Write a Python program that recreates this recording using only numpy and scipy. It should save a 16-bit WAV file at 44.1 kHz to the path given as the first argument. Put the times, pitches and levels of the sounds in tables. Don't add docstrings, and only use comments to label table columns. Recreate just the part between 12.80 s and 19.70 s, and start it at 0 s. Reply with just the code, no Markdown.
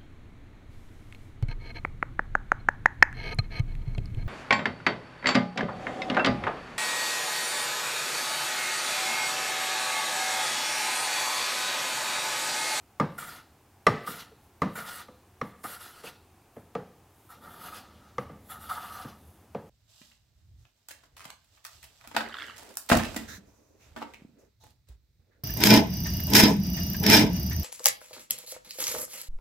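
import sys
import numpy as np
from scipy import signal
from scipy.fft import rfft, irfft, next_fast_len
from scipy.io import wavfile
from scipy.ndimage import uniform_filter1d, map_coordinates

SR = 44100
rng = np.random.default_rng(int(sys.argv[2]) if len(sys.argv) > 2 else 0)


def wrap_up_sound(samples):
    columns = np.atleast_2d(samples).T
    tamed = np.clip(columns, -1, 1)
    steps = np.round(tamed * 32767).astype(np.int16)
    wavfile.write(sys.argv[1], SR, steps)


N = 304113

# t/s, level/dB (peak of box and plane),
# bench thud/dB and plane's ring/dB (both relative), upper edge f/Hz, damping by the hands (1 = normal)
LANDINGS = [(0.1991, -12, -0.5, -0.5, 2280, 1.3), (1.0674, -3.5, -7, 3.5, 3060, 0.94),
            (1.280, -40, 8.5, -4, 900, 1.0), (1.514, -53.5, -7.5, -7, 604, 1.0),
            (1.8194, -12.5, -0.5, 4.5, 2330, 1.5), (1.974, -39, 7, -9, 900, 0.57),
            (2.2840, -37.5, -3.5, -0.5, 1410, 0.74), (2.6141, -19.5, -4.5, 3.5, 2167, 1.83),
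            (2.840, -31, -4.5, 6.5, 1300, 1.2), (3.238, -34.5, -5, -11.5, 2000, 1.26),
            (3.7660, -35.5, -1.5, -13.5, 990, 1.1), (3.9521, -20, -4.5, -7.5, 1690, 1.08),
            (5.3825, -17.5, -8, -0.5, 1880, 1.38), (5.4950, -39, 4.5, 0, 917, 0.78),
            (6.2450, -43, 12, -6, 901, 0.86), (6.7482, -23, -3, -13, 1180, 1.25)]
# f/Hz, level/dB, t60/s at damping 1
BOX_MODES = [(322.5, -17, .06), (439, -3, 0.082), (505.5, -2, 0.087), (571, -3.5, 0.064), (701, -7, .05),
             (812, -6, 0.046), (940, -9, 0.014)]
# f/Hz, level/dB, t60/s at damping 1
PLANE_MODES = [(1181.5, 3.5, .055), (1299.5, -4, 0.071), (1750, -11, 0.052), (1957, -3.5, 0.025),
               (2052, -2.5, 0.039), (2230, -4.5, 0.018), (2850, -26, 0.09), (3602, -25, 0.085),
               (4104, -21, 0.081), (5460, -13, 0.078)]
# f/Hz, level/dB per Hz (relative)
WEAK_MODES = [(200, -10.5), (900, 2.5), (1550, 4), (2100, 0.5), (2600, -4.5), (3300, -8.5), (4200, -9),
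              (5600, -7), (9000, -17.5)]
# f/Hz, level/dB, t60/s at damping 1
BENCH_MODES = [(80, -42.5, 0.23), (109, -25.5, .25), (144.4, -17.5, .22), (175.8, -16.5, 0.22),
               (205.5, -19.5, 0.085), (240.4, -14.5, 0.16), (270.5, -18, 0.14), (445, -19, 0.17),
               (565, -27.5, 0.29)]
# f/Hz, level/dB per Hz (relative)
JOINT_RATTLE = [(60, -22.5), (130, 3), (220, 3.5), (330, -5.5), (500, -12.5), (900, -11), (1600, -17.5),
                (3000, -34), (9000, -54.5)]
KNOCK_ROOM_DB = 7


def knocks(rattle_db=-10, rattle_t60=0.27, stiffening=.2, settle_s=.025, directions=4):
    track = np.zeros(N)
    t = np.arange(SR * 3 // 4) / SR
    sinking = t + stiffening * settle_s * (1 - np.exp(-t / settle_s))
    for s, db, thud_db, plane_db, edge_hz, damping in LANDINGS:
        weak = amp(-4) * coloured(rng.standard_normal(len(t)), WEAK_MODES)
        weak = weak * amp(-60 * t * damping / .035)
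        plane = ring(PLANE_MODES, t, damping, scatter_db=1.5) + weak
        body = ring(BOX_MODES, t, damping, scatter_db=2.4) + amp(plane_db) * plane
        body = softened(body, edge_hz)
        body = body / np.abs(body).max()

        rattle = coloured(rng.standard_normal(len(t)), JOINT_RATTLE)
        rattle = amp(rattle_db) * rattle * amp(-60 * t / rattle_t60)
        bench = ring(BENCH_MODES, sinking, damping=0.97, scatter_db=1.0)
        thud = amp(thud_db) * (bench + rattle) * (1 - np.exp(-t / 0.004))
        shove = amp(-29) * np.sin(2 * np.pi * 45 * t) * amp(-60 * t / 0.042)
        click = contact(t, edge_hz)

        sprays = [workshop(contact(t[:SR // 2], edge_hz)) for _ in range(directions)]
        spray = sum(sprays) / np.sqrt(directions)
        echo = amp(KNOCK_ROOM_DB) * workshop(softened(body, edge_hz=3100) + amp(-13) * thud)

        add(track, s, amp(db) * (body + thud + shove + click + echo))
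        add(track, s, amp(db + KNOCK_ROOM_DB + 2) * spray)
        add(track, s - .0012, amp(db - 14) * click)
    return track


def ring(modes, t, damping, scatter_db):
    total = 0
    for k, (hz, db, t60) in enumerate(modes):
        strength_db = db + scatter_db * rng.standard_normal()
        decay = amp(strength_db - 60 * t * damping / t60)
        total = total + (-1) ** k * decay * np.sin(2 * np.pi * hz * t)
    return total


# f/Hz, level/dB per Hz (relative)
CLICK_COLOUR = [(100, -8), (1000, 2.5), (2000, 1), (2600, 3), (3200, -2.5), (4100, -3.5), (5600, -6),
                (8000, -7.5), (15000, -5)]
CLICK_DB = -16


def contact(t, edge_hz):
    burst = coloured(rng.standard_normal(len(t)), CLICK_COLOUR) * amp(-60 * t / .024)
    return amp(CLICK_DB) * softened(burst, 2.8 * edge_hz)


def softened(x, edge_hz):
    low_pass = signal.butter(2, min(edge_hz, SR / 3), fs=SR, output="sos")
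    return signal.sosfilt(low_pass, x)


# t/s, level/dB (hiss at mid-skim, before the mix), length/s
SKIM_PASSES = [(1.595, -72.5, 0.12), (2.607, -65.5, 0.124), (3.72, -70, .12), (4.272, -71.5, .24),
               (5.37, -65, 0.086), (6.29, -67.5, 0.38)]
# f/Hz, width/Hz, level/dB (relative)
SOLE_MODES = [
    [(624, 58, -11), (790, 130, -10.5), (1290, 165, -2.5), (1495, 120, -8), (1750, 200, -10.5)],
    [(783.3, 120, -5.5), (1010, 170, -10.5), (1150, 88, -2), (1277, 104, 0), (1800, 130, -14.5),
     (2085, 41, -20)],
]
# f/Hz, width/Hz, level/dB (relative)
IRON_MODES = [
    [(4200, 440, -11), (7430, 150, -5.5), (8410, 160, -6.5), (11180, 430, -0.5), (14300, 200, -11.5)],
    [(3600, 400, -8.5), (7583, 91, -9), (10940, 530, -3.5), (12750, 550, -7.5), (14170, 200, -11.5)],
]
# f/Hz, level/dB per Hz (relative)
FIBRE_COLOUR = [(150, -12.5), (400, -3), (1500, -1.5), (2250, -3), (2800, -1.5), (3600, -3.5), (4200, -1.5),
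                (5000, -6.5), (5900, -7), (6700, -12), (15000, -31.5)]
# f/Hz, level/dB per Hz (relative)
HISS_COLOUR = [(2000, -34), (5500, -12.5), (7000, -6), (9500, 0.5), (11500, 0.5), (13500, 1), (15800, -2.5)]


def strokes(droop=.03):
    rasp, tear, edge = efforts()
    for s, db, length in SKIM_PASSES:
        swell = np.sqrt(np.abs(np.hanning(int(length * SR))))
        add(edge, s, amp(db) * swell)
    sole = rubbed(scrape(grain_db=2.0, grain_rate=250), SOLE_MODES)
    sole = glide(sole, 1 - droop * travel())
    fibres = coloured(scrape(grain_db=1.0, grain_rate=400), FIBRE_COLOUR)
    fibres = patchy(fibres, depth_db=2.0)
    snaps = coloured(scrape(grain_db=2.0, grain_rate=1500), HISS_COLOUR)
    iron = rubbed(scrape(grain_db=2.0, grain_rate=540), IRON_MODES)
    hiss = patchy(snaps + amp(-3) * iron, depth_db=2.1)
    return amp(-1.5) * rasp * sole + amp(1.5) * tear * fibres + edge * hiss


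# t/s, length/s, attack/s, level/dB (hiss, before the mix), change by the end/dB,
# first bite/dB, sole's rasp/dB and torn fibres/dB (both relative to the hiss)
PUSH_STROKES = [(0.375, 0.19, .012, -49.5, -3, 7.5, 4, -4.5), (1.255, .15, .024, -46.5, -4, 5.5, 1, -4.5),
                (1.951, 0.053, .010, -45.5, -0.5, -0.5, 7, -11.5),
                (2.036, 0.17, .05, -46.5, -6.5, -4, 0, -5.5), (2.831, .12, .012, -49, -2, 3.5, 2.5, -7.5),
                (2.985, 0.22, .035, -53, -9.5, -2, -0.5, -1), (3.223, 0.069, .04, -54.5, -3, 2, 2.5, 0),
                (4.48, 0.04, .035, -56, 0, 1.5, 6.5, -7), (4.603, .19, .045, -60, -1, -2, 10.5, -5.5),
                (4.779, .205, .04, -53.5, 2, -1, 5, -6), (5.677, 0.044, .035, -45.5, 0, 0, 3.5, -11.5),
                (5.791, 0.096, .035, -53.5, -2.5, 1, 5.5, -6.5), (5.888, 0.4, .012, -51, -8, 5, 9.5, -3.5)]
# t/s, length/s, rasp level/dB, fibres level/dB (before the mix)
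DRAG_BACK = (5, 0.3, -63.5, -70.5)
BITE_S = 0.064
BITE_IN_RASP, BITE_IN_TEAR = 0.88, .3
RASP_FOLLOWS = 0.71
TEAR_GROWS_DB = 5
RASP_RELEASE_S, TEAR_RELEASE_S, EDGE_RELEASE_S = 0.04, 0.034, .024
APPROACH_DB, APPROACH_S = -15.5, 0.042
UNSTEADY_DB, UNSTEADY_RATE = 1.13, 22


def efforts():
    s, length, rasp_db, tear_db = DRAG_BACK
    drag = gate(s, length, attack=0.05, release=.08)
    rasp, tear, edge = amp(rasp_db) * drag, amp(tear_db) * drag, np.zeros(N)
    for s, length, attack, db, change_db, bite_db, rasp_db, tear_db in PUSH_STROKES:
        t = np.arange(N) / SR - s
        progress = np.clip(t / length, 0, 1)
        bite = bite_db * np.exp(-(t / BITE_S) ** 2)
        drift = change_db * progress
        approach = amp(APPROACH_DB) * np.exp(-np.abs(t) / APPROACH_S)
        rasp_gain = amp(db + rasp_db + RASP_FOLLOWS * drift + BITE_IN_RASP * bite)
        tear_gain = amp(db + tear_db + drift + TEAR_GROWS_DB * progress + BITE_IN_TEAR * bite)
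        rasp += rasp_gain * gate(s, length, attack, RASP_RELEASE_S)
        tear += tear_gain * gate(s, length, attack, TEAR_RELEASE_S)
        edge += amp(db) * (approach + amp(drift + bite) * gate(s, length, attack, EDGE_RELEASE_S))
    return np.array([rasp, tear, edge]) * amp(UNSTEADY_DB * wobble(UNSTEADY_RATE))


RETURN_S = .25


def travel():
    pushing = sum(gate(s, length, attack, EDGE_RELEASE_S) for s, length, attack, *_ in PUSH_STROKES)
    step = 1 / (RETURN_S * SR)
    return 2 * signal.lfilter([step], [1, step - 1], pushing) - 1


def scrape(grain_db, grain_rate):
    level_db = grain_db * wobble(grain_rate) + 1.5 * wobble(45)
    return unit(rng.standard_normal(N) * amp(level_db))


TURN_S = 3.6


def rubbed(x, sides):
    first, second = (unit(resonant(x, modes)) for modes in sides)
    return np.where(np.arange(N) / SR < TURN_S, first, second)


def glide(x, pitch):
    return map_coordinates(x, [np.cumsum(pitch)], mode="mirror")


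def patchy(x, depth_db=2.0):
    z = signal.stft(x, nperseg=512)[2]
    field = uniform_filter1d(rng.standard_normal(z.shape), size=7, axis=0)
    field = uniform_filter1d(field, size=9, axis=1)
    return unit(signal.istft(z * amp(depth_db * unit(field)), nperseg=512)[1][:N])


# t/s, level/dB (nominal, direct sound), length/s before release, mean slip rate f/Hz
SQUEAKS = [(0.2076, -20, 0.0043, 1204), (0.422, -37.5, 0.0089, 1312), (1.072, -15.5, 0.0067, 1198),
           (1.273, -26.5, 0.0071, 1278), (1.516, -53, 0.016, 439), (1.828, -29, 0.0039, 1193),
           (2.196, -43.5, 0.013, 1240), (2.84, -37, 0.022, 1294), (2.841, -40, 0.015, 768),
           (3.264, -45.5, 0.016, 2700), (4.921, -43.5, 0.012, 1260), (5.894, -32.5, 0.032, 1290),
           (5.962, -39.5, 0.021, 1264)]


def judders(jitter=0.076):
    track = np.zeros(N)
    t = np.arange(SR // 8) / SR
    for s, db, length, slip_hz in SQUEAKS:
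        drift = unit(uniform_filter1d(rng.standard_normal(len(t)), size=60))
        swell = (1 - np.exp(-t / 0.0041)) * np.exp(-np.maximum(t - length, 0) / 0.0044)
        cycles = np.cumsum(slip_hz * (1 + jitter * drift)) / SR
        add(track, s, amp(db) * np.sqrt(2) * swell * np.sin(2 * np.pi * cycles))
    return track


# t/s, length/s, frame's drone level/dB, top's rumble level/dB
BENCH_LEANS = [(4.487, 0.48, -65, -56), (5.0, 0.3, -65, -67), (5.35, .93, -56.5, -60),
               (6.297, 0.66, -64.5, -69.5)]
# f/Hz, width/Hz, level/dB (relative)
FRAME_MODES = [(78, 7.5, -2), (108, 13, -10.5)]
# f/Hz, level/dB per Hz (relative)
TOP_RUMBLE = [(60, -22), (120, -11.5), (160, -3), (210, -0.5), (330, -12), (600, -10.5), (1500, -41)]
LEAN_ATTACK_S, LEAN_RELEASE_S = 0.17, 0.16


def rumble():
    drone = unit(resonant(rng.standard_normal(N), FRAME_MODES))
    top = coloured(rng.standard_normal(N), TOP_RUMBLE)
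    track = np.zeros(N)
    for s, length, drone_db, top_db in BENCH_LEANS:
        weight = gate(s, length, LEAN_ATTACK_S, LEAN_RELEASE_S)
        track += weight * (amp(drone_db) * drone + amp(top_db) * top)
    return track


def near_surfaces(x, echo_db=-14, count=6, sweep_s=0.00011):
    n = np.arange(N)
    moved = sweep_s * travel()
    paths = rng.uniform([.0006, -1], [.009, 1], (count, 2))
    copies = sum(map_coordinates(x, [n - (delay + lean * moved) * SR]) for delay, lean in paths)
    return x + amp(echo_db) * copies


# f/Hz, t60/s
ROOM_DECAY = [(80, 0.81), (210, 0.91), (560, .4), (1400, 0.65), (4000, 0.74), (10000, 0.34)]
# f/Hz, level/dB
ROOM_COLOUR = [(40, -10.5), (150, 9), (400, -2), (900, 1.5), (1200, -7.5), (1600, -1.5), (2100, -6),
               (3800, 1.5), (5500, -1), (14000, -3.5)]


def workshop(x, build=0.0044, early_db=2, early_life=0.012):
    hz, t, z = signal.stft(rng.standard_normal(SR * 3 // 4), SR, nperseg=256)
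    decay_db = -60 * t / along(ROOM_DECAY, hz)[:, None]
    colour_db = along(ROOM_COLOUR, hz)[:, None]
    tail = signal.istft(z * amp(decay_db + colour_db), SR, nperseg=256)[1]
    t = np.arange(len(tail)) / SR
    onset = 1 - np.exp(-(t / build) ** 2)
    early = 1 + amp(early_db) * np.exp(-t / early_life)
    return signal.fftconvolve(x, tail * onset * early / np.sqrt(SR))[:len(x)]


def moving_room(x, size=16384):
    track, padded = np.zeros(N + size), np.pad(x, size)
    for start in range(size // 2, N + size, size // 2):
        stretch = padded[start:start + size] * np.hanning(size)
        add(track, start / SR, workshop(np.pad(stretch, (0, size))))
    return track[size:]


# f/Hz, level/dB per Hz (relative)
AIR_COLOUR = [(12, -56), (20, -21), (59, -7), (92, 1.5), (161, -11.5), (259, -9.5), (372, -10), (505, -17),
              (667, -15.5), (725, -11), (1980, -24.5), (2470, -24.5), (3850, -31), (6540, -31),
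              (15500, -33)]


def background(db=-60):
    return amp(db) * coloured(rng.standard_normal(N), AIR_COLOUR)


def amp(db):
    return 10 ** (np.asarray(db) / 20)


def unit(x):
    return x / np.sqrt(np.mean(x ** 2) + 1e-20)


def along(points, hz):
    f, v = np.transpose(points)
    return np.interp(np.log(hz + 1), np.log(f + 1), v)


def filtered(x, response):
    m = next_fast_len(x.shape[-1] + SR // 4)
    spectrum = rfft(x, m) * response(np.fft.rfftfreq(m, 1 / SR))
    return irfft(spectrum, m)[..., :x.shape[-1]]


def coloured(x, spectrum):
    return unit(filtered(x, lambda hz: amp(along(spectrum, hz))))


def resonant(x, modes):
    def response(f):
        total = 0
        for k, (centre, width, db) in enumerate(modes):
            loss = 1j * f * width
            total = total + (-1) ** k * amp(db) * loss / (centre * centre - f * f + loss)
        return total
    return filtered(x, response)


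def wobble(rate):
    knots = rng.standard_normal(int(N * rate / SR) + 4)
    return map_coordinates(knots, [np.arange(N) * rate / SR])


def gate(start, length, attack, release):
    t = np.arange(N) / SR - start
    rise = np.sin(np.pi / 2 * np.clip(t / attack, 0, 1)) ** 2
    return rise * np.exp(-np.maximum(t - length, 0) / release)


def add(track, s, x):
    part = track[round(s * SR):][:len(x)]
    part += x[:len(part)]


def scene():
    cutting, slips = strokes(), judders()
    direct = amp(0.5) * near_surfaces(cutting) + slips
    planing = direct + amp(3) * moving_room(cutting + slips)
    mono = knocks() + planing + rumble() + background()
    return mono + amp(-72.5) * rng.standard_normal((2, N))


TOP_HZ = 15830


def record(dry):
    return filtered(dry, lambda hz: hz < TOP_HZ)


dry = scene()
out = record(dry)
wrap_up_sound(out)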